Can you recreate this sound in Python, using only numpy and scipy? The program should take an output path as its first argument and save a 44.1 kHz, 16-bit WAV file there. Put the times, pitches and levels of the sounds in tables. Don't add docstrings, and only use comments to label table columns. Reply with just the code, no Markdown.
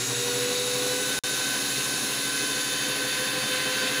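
import sys
import numpy as np
from scipy import signal
from scipy.fft import rfft, irfft
from scipy.io import wavfile
from scipy.ndimage import map_coordinates

SR = 44100
rng = np.random.default_rng(int(sys.argv[2]) if len(sys.argv) > 2 else 0)


def generate_wav(signal):
    frames = np.transpose(np.atleast_2d(signal))
    scaled = np.clip(frames, -1, 1) * 32767
    pcm = np.round(scaled).astype(np.int16)
    wavfile.write(sys.argv[1], SR, pcm)


N = 176400
TIME_S = np.arange(N) / SR
MAINS_HZ, GEAR_RATIO = 60, 40
# motor_turns_per_cycle, one_swell_at_s
BEAT_CYCLE, GEAR_CYCLE, BLADE_CYCLE = (83.06, 2.565), (40.16, 2.503), (251, 2.93)


def from_db(db):
    return 10 ** (np.asarray(db) / 20)


def in_time(rows):
    return np.interp(TIME_S, *np.transpose(rows))


def drift(rate_hz):
    pole = np.exp(-80 * np.pi * rate_hz / SR)
    slow = signal.lfilter([1], [1, -2 * pole, pole * pole], rng.standard_normal(N // 40 + 2002))[2000:]
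    return np.interp(np.arange(N) / 40, np.arange(len(slow)), slow / slow.std())


def tone(cycles):
    return np.sqrt(2) * np.sin(2 * np.pi * (cycles + rng.random()))


def beating(cycles, beats, partner_gain):
    phase = 2 * np.pi * (cycles + rng.random())
    return np.sqrt(2) * (np.sin(phase) + partner_gain * np.sin(phase + 2 * np.pi * beats))


def cycle(turns, rule):
    length, swell_s = rule
    return (turns - turns[int(swell_s * SR)]) / length


def chug(turns):
    return from_db(sum(np.cos(2 * np.pi * cycle(turns, rule)) for rule in (GEAR_CYCLE, BLADE_CYCLE)))


def mains_pulse():
    return np.cos(2 * np.pi * 2 * MAINS_HZ * TIME_S)


def colour(white, spectrum, ripple_db=2.2, ripple_width_hz=14):
    hz, db = np.transpose(spectrum)
    f = np.maximum(np.arange(N // 2 + 1) * SR / N, 1)
    edges = 1 / np.sqrt((1 + (hz[0] / f) ** 30) * (1 + (f / hz[-1]) ** 30))
    ripple = np.interp(f / ripple_width_hz, np.arange(4000), rng.standard_normal(4000))
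    shape_db = np.interp(np.log(f), np.log(hz), db) + ripple_db * ripple * np.minimum(f / 2000, 1)
    return irfft(rfft(white) * edges * from_db(shape_db) * np.sqrt(SR / 2), N)


def friction(turns, spectrum, gain, repeat, rotor_depth, mains_depth, flutter_db):
    place = turns / turns[-1] * N
    loop_size = int(2 * GEAR_RATIO * N / turns[-1])
    worn = map_coordinates(rng.standard_normal(loop_size), [place % loop_size], order=3, mode="grid-wrap")
    noise = np.sqrt(repeat) * worn + np.sqrt(1 - repeat) * rng.standard_normal(N)
    rotor = .5 * np.cos(2 * np.pi * turns) + np.cos(2 * np.pi * 2 * turns)
    noise *= (1 + rotor_depth * rotor + mains_depth * mains_pulse()) * from_db(flutter_db * drift(30))
    return colour(noise / noise.std(), spectrum) * from_db(in_time(gain))


# frequency_hz, density_db
RUMBLE_SPECTRUM = [(25, -90.3), (45, -86), (85, -83.5), (110, -83), (165, -75), (210, -67.5), (290, -65),
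                   (350, -71.5), (400, -68), (450, -68.5), (560, -69.5), (680, -74), (770, -68), (880, -77),
                   (1100, -67.5)]
# time_s, gain_db
RUMBLE_GAIN = [(0, -2), (0.1, 1.5), (0.35, -0.7), (0.6, -0.5), (0.85, 1.5), (1.3, 0.4), (1.9, -0.1),
               (2.2, -0.4), (2.7, -0.6), (3, 0), (3.3, -0.5), (3.6, 0.2), (4, 0.3)]
def housing_rumble(turns):
    return chug(turns) * friction(turns, RUMBLE_SPECTRUM, RUMBLE_GAIN,
                                  repeat=0.27, rotor_depth=0.095, mains_depth=0.06, flutter_db=1.5)


# frequency_hz, density_db
RATTLE_SPECTRUM = [(1100, -73.5), (1400, -70), (1680, -69), (1900, -69.5), (2150, -70.5), (2650, -67),
                   (2900, -72), (3300, -71), (3700, -66.5), (4100, -68), (4500, -68.5), (4800, -74)]
# time_s, gain_db
RATTLE_GAIN = [(0, -3), (0.1, -1.4), (0.35, -1.1), (0.6, -0.33), (0.85, -1.9), (1.3, -1.7), (1.9, -0.63),
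               (2.2, -1.7), (2.7, -1.2), (3, -0.47), (3.3, 0.39), (3.6, 1.6), (4, 1.9)]
def gear_rattle(turns):
    return friction(turns, RATTLE_SPECTRUM, RATTLE_GAIN,
                    repeat=0.31, rotor_depth=0.083, mains_depth=0.033, flutter_db=0.77)


# frequency_hz, density_db
HISS_SPECTRUM = [(4800, -72.5), (5400, -69.5), (5800, -73), (6300, -69.5), (6650, -68.5), (6900, -70.5),
                 (7150, -69), (7500, -77), (8400, -78), (9000, -75)]
SHEEN_SPECTRUM = [(9000, -79.5), (9600, -72.5), (10200, -69.5), (11000, -71.5), (11600, -78), (12200, -78),
                  (12700, -85), (13800, -92), (14700, -75), (15500, -82)]
# time_s, gain_db
HISS_GAIN = [(0, 0.66), (0.1, 0.46), (0.35, 0.6), (0.6, 1), (0.85, 0.42), (1.3, 1.7), (1.9, 1.4),
             (2.2, -0.38), (2.7, 0.045), (3, -1.2), (3.3, -1.9), (3.6, -2.1), (4, -0.53)]
SHEEN_GAIN = [(0, -2.4), (0.1, -1), (0.35, -0.5), (0.6, -0.3), (0.85, 0.5), (1.3, 1.2), (1.9, 1.0),
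              (2.2, 0.3), (2.7, -1), (3, 0), (3.3, 0.1), (3.6, -1), (4, -1)]
def blade_hiss(turns):
    hiss = friction(turns, HISS_SPECTRUM, HISS_GAIN,
                    repeat=.2, rotor_depth=0.34, mains_depth=0.02, flutter_db=0.44)
    sheen = friction(turns, SHEEN_SPECTRUM, SHEEN_GAIN,
                     repeat=0.19, rotor_depth=0.13, mains_depth=0.038, flutter_db=0.8)
    return hiss + sheen


# pitch_hz, width_hz
RESONANCES = [(1760, 330), (3720, 136), (4100, 580), (6640, 180), (7760, 310), (10050, 370)]
# time_s, level_db
RESONANCE_LEVELS = [
    [(0, -50), (.8, -57), (1, -48), (2, -50), (2.7, -42), (3.3, -40), (4, -40)],
    [(0, -50), (.15, -40.5), (.55, -40.5), (1.25, -36.5), (2, -41.5), (2.8, -42), (4, -54)],
    [(0, -46), (.3, -42), (.9, -43.5), (1.2, -48), (1.55, -39.5), (2.3, -45), (4, -54)],
    [(0, -40), (.13, -41), (.3, -47), (1.4, -51), (2.1, -45), (2.45, -54), (2.8, -41), (3.1, -56), (4, -49)],
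    [(0, -48), (.5, -46), (1.1, -51.5), (2.2, -53), (4, -58)],
    [(0, -58), (1.7, -45), (2, -45), (2.4, -39), (2.75, -42), (3, -54), (4, -58)],
]
def blade_rings():
    out = 0
    for (hz, width_hz), level in zip(RESONANCES, RESONANCE_LEVELS):
        band = signal.butter(2, [hz - width_hz / 2, hz + width_hz / 2], "band", fs=SR, output="sos")
        ring = signal.sosfilt(band, rng.standard_normal(N))
        out += ring / ring.std() * from_db(in_time(level))
    return out


# time_s, level_db
THROB_LEVEL = [(0, -45), (.13, -42), (.26, -49.5), (.6, -48), (1.2, -53.5), (1.8, -49.5), (2.3, -52.5),
               (3.3, -50), (4, -51.5)]
# time_s, load_share
CUT_LOAD = [(0, .3), (.25, 1), (.85, 0.84), (1.15, 0), (4, 0.2)]
# wheel_multiple (rounded when played), level_db, full_load_change_db
TOOTH_TONES = [(14, -65.5, -13), (17, -55, -5.5), (20, -54, -5), (22, -45, 0.5), (24, -50.5, -9),
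               (29, -53, -0.5), (32, -50.5, 3.5), (33, -54, 12), (59, -55.5, -4), (126, -59, -17),
               (130.7, -48.5, -9), (209, -51, 0), (329, -51.5, -4)]
def gear_drone(turns):
    wheel, load = cycle(turns, GEAR_CYCLE), in_time(CUT_LOAD)
    throb_level = from_db(in_time(THROB_LEVEL) + 1.83 * drift(5.2))
    throb = throb_level * beating(10.06 * wheel, wheel, partner_gain=from_db(-1.5))
    teeth = 0
    for multiple, db, load_db in TOOTH_TONES:
        level = from_db(db + load_db * load + 1.83 * drift(2.9))
        teeth += level * tone(round(multiple) * turns / GEAR_RATIO)
    return throb + teeth * chug(turns)


# time_s, level_db
HUM_LEVEL = [(0, -46), (0.08, -52), (0.13, -34), (0.18, -39), (0.23, -34), (0.45, -30.7), (0.65, -33.5),
             (0.9, -31.5), (1.02, -36.1), (1.12, -44), (1.5, -51), (2, -58), (2.5, -51), (3, -43.5),
             (3.3, -41), (4, -38.5)]
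# time_s, level_db
HUM_PARTNER_LEVEL = [(0, -50), (.7, -74), (1.1, -46.5), (2, -50), (2.7, -47), (3.3, -44.5), (4, -48)]
def motor_hum(turns):
    hum_db, mains = in_time(HUM_LEVEL), MAINS_HZ * TIME_S
    partner_gain = from_db(in_time(HUM_PARTNER_LEVEL) - hum_db)
    hum = from_db(hum_db) * beating(turns, -cycle(turns, BEAT_CYCLE), partner_gain)
    return hum + from_db(-64.5) * tone(mains) + from_db(-57.5) * tone(2 * mains)


# time_s, level_db
WHISTLE_LEVEL = [(0, -39.5), (0.3, -43.7), (0.7, -50), (1.05, -41.5), (1.45, -50), (1.85, -44), (2.3, -46),
                 (2.9, -54), (3.3, -51.5), (3.55, -45), (4, -54)]
def motor_whistle(turns):
    return from_db(in_time(WHISTLE_LEVEL)) * (1 + .25 * mains_pulse()) * tone(16 * turns)


# time_s, gain_db
WHINE_SWING = [(0, -4.5), (.4, -5), (.8, -6.5), (.95, 2), (1.1, 1.5), (1.5, 3), (2.05, -1), (2.35, 2.5),
               (2.8, 1), (3.3, 1.5), (4, 3.5)]
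UPPER_SWING = [(0, -8), (.8, -4), (1.2, -4), (2, -3.5), (2.4, 0.5), (2.75, 3), (3.2, 3), (3.6, 2), (4, 1)]
# rotor_multiple, level_db, whine_weight, upper_weight, growth_db_per_s
ROTOR_OVERTONES = [(2, -49.5, 0.26, 0, 1.7), (3, -40, 1.14, 0.13, 0), (4, -50.5, 0.25, 0, 1),
                   (5, -47, .5, 0, 2.5), (6, -43.5, 0.54, 0.54, 0), (7, -44, 0, 1.3, 0.5),
                   (8, -45, 0, 0, -1.5), (9, -43.5, 0, 0.66, 0), (10, -60, .5, 0, 0),
                   (12, -47.5, 0.58, 0.26, -2.5), (14, -50.5, 0, 0.14, -1), (18, -51.5, 0, 0, -.5),
                   (20, -56, .3, 0, -2), (24, -60, .3, 0, -.5), (30, -58, 0, 0, -1)]
def motor_whine(turns, flutter_db=1.65, buzz_depth=0.29, roughness=0.28):
    whine_db, upper_db = in_time(WHINE_SWING), in_time(UPPER_SWING)
    out = 0
    for multiple, db, whine_weight, upper_weight, growth in ROTOR_OVERTONES:
        swing_db = whine_weight * whine_db + upper_weight * upper_db + growth * (TIME_S - TIME_S.mean())
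        level = from_db(db + swing_db + flutter_db * drift(7.6))
        buzz = 1 + buzz_depth * tone(2 * MAINS_HZ * TIME_S) + roughness * drift(73)
        out += level * buzz * tone(multiple * turns)
    return out


# time_s, turns_per_s
MOTOR_SPEED = [(0, 473.8), (0.3, 486.1), (0.6, 494.4), (0.8, 495.8), (0.95, 499.9), (1.1, 505.5),
               (1.4, 508.5), (1.6, 508.2), (1.85, 510.7), (2.05, 509.0), (2.35, 510.5), (2.6, 509.1),
               (2.8, 511.0), (3.05, 510.0), (3.3, 512.6), (3.55, 511.3), (3.8, 513.4), (4, 512.4)]
def scene():
    turns = np.cumsum(in_time(MOTOR_SPEED) * (1 + 0.000493 * drift(8.26))) / SR
    rubbing = housing_rumble(turns) + gear_rattle(turns) + blade_hiss(turns)
    motor = motor_hum(turns) + motor_whistle(turns) + motor_whine(turns)
    slicer = rubbing + motor + gear_drone(turns) + blade_rings()
    return np.array([slicer, slicer])


def record(dry):
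    start_s, end_s, drop_db, fade_db_per_s = 1.190, 1.2364, -34, 1000
    in_gap = (TIME_S > start_s) & (TIME_S < end_s)
    gap_db = np.where(in_gap, drop_db - fade_db_per_s * (TIME_S - start_s), 0)
    lowpass = signal.ellip(12, .1, 90, 15600, fs=SR, output="sos")
    return signal.sosfilt(lowpass, dry * from_db(gap_db))


dry = scene()
out = record(dry)
generate_wav(out)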